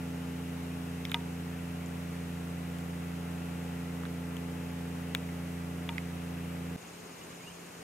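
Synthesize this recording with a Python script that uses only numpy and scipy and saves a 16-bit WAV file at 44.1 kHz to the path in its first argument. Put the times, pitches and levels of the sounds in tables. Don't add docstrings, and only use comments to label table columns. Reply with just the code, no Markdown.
import sys
import numpy as np
from scipy import signal
from scipy.fft import rfft, irfft, next_fast_len
from scipy.io import wavfile
from scipy.ndimage import uniform_filter1d

SR = 44100
rng = np.random.default_rng(int(sys.argv[2]) if len(sys.argv) > 2 else 0)


def volts(x):
    e = np.asarray(x, float) / 20
    return 10 ** e


def generate_wav(signal):
    frames = np.transpose(np.atleast_2d(signal))
    scaled = np.clip(frames, -1, 1) * 32767
    pcm = np.round(scaled).astype(np.int16)
    wavfile.write(sys.argv[1], SR, pcm)


N = 345289
CUT_S = 6.7625


def unit(x):
    return x / np.sqrt(np.mean(x ** 2) + 1e-20)


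def along(points, hz):
    point_hz, value = np.transpose(points)
    return np.interp(np.log(hz + 1), np.log(point_hz + 1), value)


def curves(rows):
    time_s, *columns = np.transpose(rows)
    return [np.interp(np.arange(N) / SR, time_s, column) for column in columns]


def wobble(rate):
    points = int(N * rate / SR) + 4
    return np.interp(np.arange(N) * rate / SR, np.arange(points), rng.standard_normal(points))


def filtered(x, response):
    m = next_fast_len(N + 8192)
    return irfft(rfft(x, m) * response(np.fft.rfftfreq(m, 1 / SR)), m)[..., :N]


# pitch_hz, side_minus_mid_db
PORTS = [(60, -20), (95, -7), (150, -19), (240, -14), (380, -5), (600, -2), (950, 1.5), (1500, -2),
         (2380, -9), (3770, 4), (5980, -2.5), (9470, -7.5), (15000, -6)]
# pitch_hz, left_minus_right_db
LEAN = [(300, 0.5), (1000, 1), (3000, 1.3), (10000, 1.3)]


def diffuse(gain, patchy_db):
    cells = signal.stft(rng.standard_normal((2, N)), nperseg=512)[2]
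    patches = uniform_filter1d(rng.standard_normal(cells.shape[1:]), 5, 0)
    patches = unit(uniform_filter1d(patches, 12, 1))
    pair = signal.istft(cells * volts(patchy_db * patches), nperseg=512)[1][:, :N]
    mid, side = filtered(pair, lambda hz: gain(hz) * [hz >= 0, volts(along([(30, 1)] + PORTS, hz))])
    ports = np.array([mid + side, mid - side]) / np.std(mid)
    return filtered(ports, lambda hz: volts(np.outer([.5, -.5], along(LEAN, hz))))


# time_s, shift_db
SWAY = [(0, 4), (1.2, 0.3), (2.8, -1.5), (4.2, 0.7), (5.6, -0.3), (6.8, -3.5)]


def engine(orders, unsteady_db, drift, flutter_hz):
    shaft_hz = 28.7391
    shaft = 2 * np.pi * shaft_hz * np.arange(N) / SR - 1.452
    ninth_db, = curves(SWAY)
    build_db = -np.cos(2 * np.pi * np.arange(N) / SR / 7.9)
    sixth_db = build_db - 0.13 * ninth_db
    upper_db = build_db + 0.15 * ninth_db
    out = np.zeros((2, N))
    for order, db, pan_db, lead in orders:
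        weak = np.clip((order - 6) / 12, 0, 1)
        path_db = sixth_db if order == 6 else ninth_db if order == 9 else upper_db * weak
        flutter_db = unsteady_db * (0.35 + 1.67 * weak) * wobble(flutter_hz)
        level = np.sqrt(2) * volts(db + drift * path_db + flutter_db)
        phase = order * shaft + np.pi - 1.65 * np.log(order / 3)
        phase += (order > 9) * rng.uniform(0, 2 * np.pi)
        alike = level * np.cos(lead / 2) * np.cos(phase)
        apart = level * np.sin(lead / 2) * np.sin(phase)
        out[0] += volts(pan_db / 2) * (alike - apart)
        out[1] += volts(-pan_db / 2) * (alike + apart)
    return out


def weak_orders(strong):
    firing_order, last_order, knee_order = 1.5, 30, 21
    firing = np.arange(3, last_order / firing_order) * firing_order
    whole = np.setdiff1d(np.arange(13, last_order, 4), firing)
    order = np.setdiff1d(np.union1d(firing, whole), [row[0] for row in strong])
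    db = -63.8 - 6.5 * (order > knee_order) - 4 * np.isin(order, whole)
    chance = rng.standard_normal((len(order), 2))
    pan_db, lead_rad = 0.5 * chance[:, 0], 1 * chance[:, 1]
    return list(zip(order, db, pan_db, lead_rad))


# shaft_multiple, level_db (rms), left_minus_right_db, left_lead_rad
ORDERS_NEAR = [(3, -47, 0, 0.1), (5, -50, 2, 0.1), (6, -41, -2, 0.1), (7, -62, 1, 0.3), (9, -45, 0, -0.1),
               (11, -60, -2, 0.3), (12, -61, -4, -1.1), (15, -56, 0, 0.7), (16, -63, 9, 1.1),
               (21, -65, -2, 0.5), (25.5, -65, 8, 1.2), (30, -66, -5, -0.3), (48, -68, 6, -0.3),
               (69, -68, 2, 0.0)]


def near_engine():
    return engine(ORDERS_NEAR + weak_orders(ORDERS_NEAR), 0.86, 0.6, 1.496)


# pitch_hz, level_db (per Hz)
ROAR_NEAR = [(18, -62), (30, -28), (62, -15), (110, -7), (220, -8.5), (480, -10), (620, -12.5), (900, -14),
             (2700, -15.5), (3400, -24), (4400, -28.5), (6400, -26), (9000, -27.5), (13000, -28.5),
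             (15800, -36)]
ROAR_FAR = [(18, -54), (30, -26), (70, -15), (130, -7), (447, -7), (600, -13.5), (1150, -15), (1300, -16.5),
            (2700, -17), (3540, -26), (7700, -26.5), (9200, -24.5), (10200, -30.5), (13000, -29.5),
            (15800, -40)]


def roar(spectrum, level_db, patchy_db):
    noise = diffuse(lambda hz: volts(along(spectrum, hz)), patchy_db)
    return volts(level_db + 0.18 * wobble(3.315)) * noise


# pitch_hz, level_db, t60_s (time to fade by 60 dB)
PANELS = [(735, 2, 0.013), (1144, -3.5, 0.027), (1600, 8, 0.007), (2150, 2.5, 0.018), (2420, -1, 0.031),
          (3100, 1.5, 0.017), (3600, 6, 0.012), (4500, -1.5, 0.009), (5400, 6, 0.011), (7300, -3, .01)]
# start_s, peak_db, centre_hz (of panels touched), reach_octaves, lean_left (-1 to 1)
TICKS = [(1.052, -35.5, 2630, 0.53, .1), (1.0532, -43, 5400, .12, 0.01), (1.0966, -43, 3600, .15, 0.01),
         (1.1167, -32, 2900, 0.56, -.5), (1.1180, -36, 1300, .6, -.4), (1.205, -49, 3300, .15, .3),
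         (1.8603, -37, 7300, .15, .6), (2.7862, -44, 3100, .15, .4), (4.0350, -37, 1100, .5, -.5),
         (4.0537, -39.5, 1500, 0.54, -.2), (4.0610, -44, 1600, .15, .1), (4.0530, -50, 3500, .12, 0.01),
         (4.3676, -39.5, 2950, 0.26, .6), (5.1491, -29, 1600, 1.2, .4), (5.1494, -31.5, 3660, .3, .4),
         (5.2897, -42, 2100, .12, 0.01), (5.9485, -52, 3600, .12, 0.01), (5.9816, -25.5, 2150, .14, -0.6),
         (5.982, -39, 4300, .12, -.4)]


def ticks():
    out, t = np.zeros((2, N + SR)), np.arange(SR // 30) / SR
    hz, level_db, t60 = np.transpose(PANELS)[:, :, None, None]
    share = np.array([[.35], [.75], [.35]]) * (-1) ** np.arange(len(hz))[:, None, None]
    for s, db, centre_hz, reach, lean in TICKS:
        split = 1 + .06 * np.array([[-1], [0], [1]]) * rng.uniform(.6, 1.4, (len(hz), 3, 1))
        start = rng.normal(0, 1.3, (len(hz), 3, 1))
        turn = np.arccos(np.clip(lean, -1, 1))
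        touched_db = db + level_db - 6 * (np.log2(hz / centre_hz) / reach) ** 4
        fade = share * volts(touched_db - 60 * t / t60) * (1 - np.exp(-t / 0.000055))
        phase = 2 * np.pi * hz * split * t + start
        mid = volts(-1.0) * (fade * np.sin(phase)).sum((0, 1))
        side = volts(-3.5) * (fade * np.sin(phase + turn)).sum((0, 1))
        out[:, round(s * SR):][:, :len(t)] += [mid + side, mid - side]
    return out[:, :N]


# start_s, peak_db, t60_s, left_minus_right_db
SNAPS = [(1.0521, -40, .006, 1), (1.1158, -33, .008, -3), (2.7862, -42, .003, 2), (4.3676, -42, .004, 3),
         (5.1490, -25, .0012, 3), (5.9819, -42, .004, -3)]


def snaps():
    out, t = np.zeros((2, N + SR)), np.arange(512) / SR
    for s, db, t60, pan_db in SNAPS:
        common, own = rng.standard_normal(len(t)), rng.standard_normal((2, len(t)))
        common[0] = 5.3
        crack = np.diff((common + 0.16 * own) * volts(-60 * t / t60), prepend=0)
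        level = .55 * volts(db + np.array([[pan_db / 2], [-pan_db / 2]]))
        out[:, round(s * SR):][:, :len(t)] += level * crack

    def housing(hz):
        echo = 1 - .9 * np.exp(-2j * np.pi * hz / 4750)
        return echo * (hz > 4300) * 7000 / (hz + 1)
    return filtered(out[:, :N], housing)


# pitch_hz, level_db, t60_s
SHELL = [(721, -27, .06), (940, -19.5, .15), (1244, -22, .07), (1620, -22, .03), (2040, -15, .028),
         (2450, -13, .022), (2900, -13, .022), (3480, -1, .010), (3900, -12, .008), (5100, -21, .008),
         (6300, -22, .008)]
# start_s, peak_db, pitch_factor, deep_db (extra for tones under 3 kHz)
KNOCKS = [
    (1.1434, -13, 1, 0),
    (5.8906, -24.5, .985, 5),
]


def knocks():
    out, t = np.zeros((2, N + SR)), np.arange(SR // 5) / SR
    for s, db, pitch, deep_db in KNOCKS:
        ring = np.zeros((2, len(t)))
        for k, (hz, level_db, t60) in enumerate(SHELL):
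            fade = (-1) ** k * volts(level_db + deep_db * (hz < 3000) - 60 * t / t60)
            start = 0.12 * rng.standard_normal((2, 1))
            ring += fade * np.sin(2 * np.pi * hz * pitch * t + start)
        rattle = signal.lfilter([1], [1, -1.3, .6], rng.standard_normal((2, len(t))))
        rattle *= volts(-32.0 - 60 * t / 0.035)
        crack = volts(-19 - 60 * t / 0.007) * rng.standard_normal(len(t))
        onset = 1 - np.exp(-t / .00015)
        out[:, round(s * SR):][:, :len(t)] += volts(db) * (ring + rattle + crack) * onset
    return out[:, :N]


# shaft_multiple, level_db (rms), left_minus_right_db, left_lead_rad
ORDERS_FAR = [(3, -70, 0, .1), (6, -56, -1, .2), (9, -64, -1, .3), (15, -71, 0, .7)]


def far_engine():
    return engine(ORDERS_FAR, 4, 0, 14)


# pitch_hz, width_hz, level_db, pulsing_share (0 to 1), lag_rad (of the stroke)
TYMBAL = [(7000, 550, 0, 1, 0), (6350, 500, -2.5, .5, .8), (5250, 450, -6, .5, 1.7)]


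def cicada():
    tires_s, stroke_hz = 7.44, 16.5
    depth = np.where(np.arange(N) / SR < tires_s, .8, .55)
    stroke = 2 * np.pi * stroke_hz * np.arange(N) / SR + 3.25
    out = np.zeros((2, N))
    for hz, width_hz, db, share, lag in TYMBAL:
        swell = 1 + np.clip(depth * share, 0, 1) * np.cos(stroke - lag)
        out += volts(db) * swell * diffuse(lambda f: np.exp(-2 * ((f - hz) / width_hz) ** 2), .5)
    return volts(-66.3) * out


# start_s, pitch_hz (at the start), level_db
NOTES = [(7.2, 2750, -64), (7.297, 2780, -65), (7.385, 2030, -59.5), (7.420, 2300, -62), (7.454, 2680, -52),
         (7.485, 2950, -63)]


def bird():
    note_s, rise_hz_per_s = .045, 6500
    whistle = np.zeros(N)
    for s, from_hz, db in NOTES:
        u = np.linspace(0, 1, round(note_s * SR))
        phase = 2 * np.pi * np.cumsum(from_hz + rise_hz_per_s * note_s * u) / SR
        whistle[round(s * SR):][:len(u)] += 2 * volts(db) * np.sin(phase) * np.sin(np.pi * u) ** 2
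    tail = rng.standard_normal((2, SR // 4)) * volts(-60 * np.arange(SR // 4) / SR / 0.17)
    tail /= np.linalg.norm(tail[0])
    whistle *= volts(2.2 * wobble(150))
    return whistle + volts(-6) * signal.fftconvolve(whistle[None], tail, axes=1)[:, :N]


def scene():
    since = np.arange(N) / SR - CUT_S
    first = near_engine() + roar(ROAR_NEAR, -49.5, 0.49)
    first += ticks() + snaps() + knocks()
    second = far_engine() + roar(ROAR_FAR, -49.8, 0.78)
    second += cicada() + bird()
    return np.where(since < 0, first, second * np.clip(since / 0.016, 0, 1))


def top_cut(x):
    return signal.sosfilt(signal.butter(12, 16500, fs=SR, output="sos"), x)


def record(dry):
    top_hz = 15760
    mix = filtered(dry, lambda hz: hz < top_hz)
    return top_cut(mix)


dry = scene()
out = record(dry)
generate_wav(out)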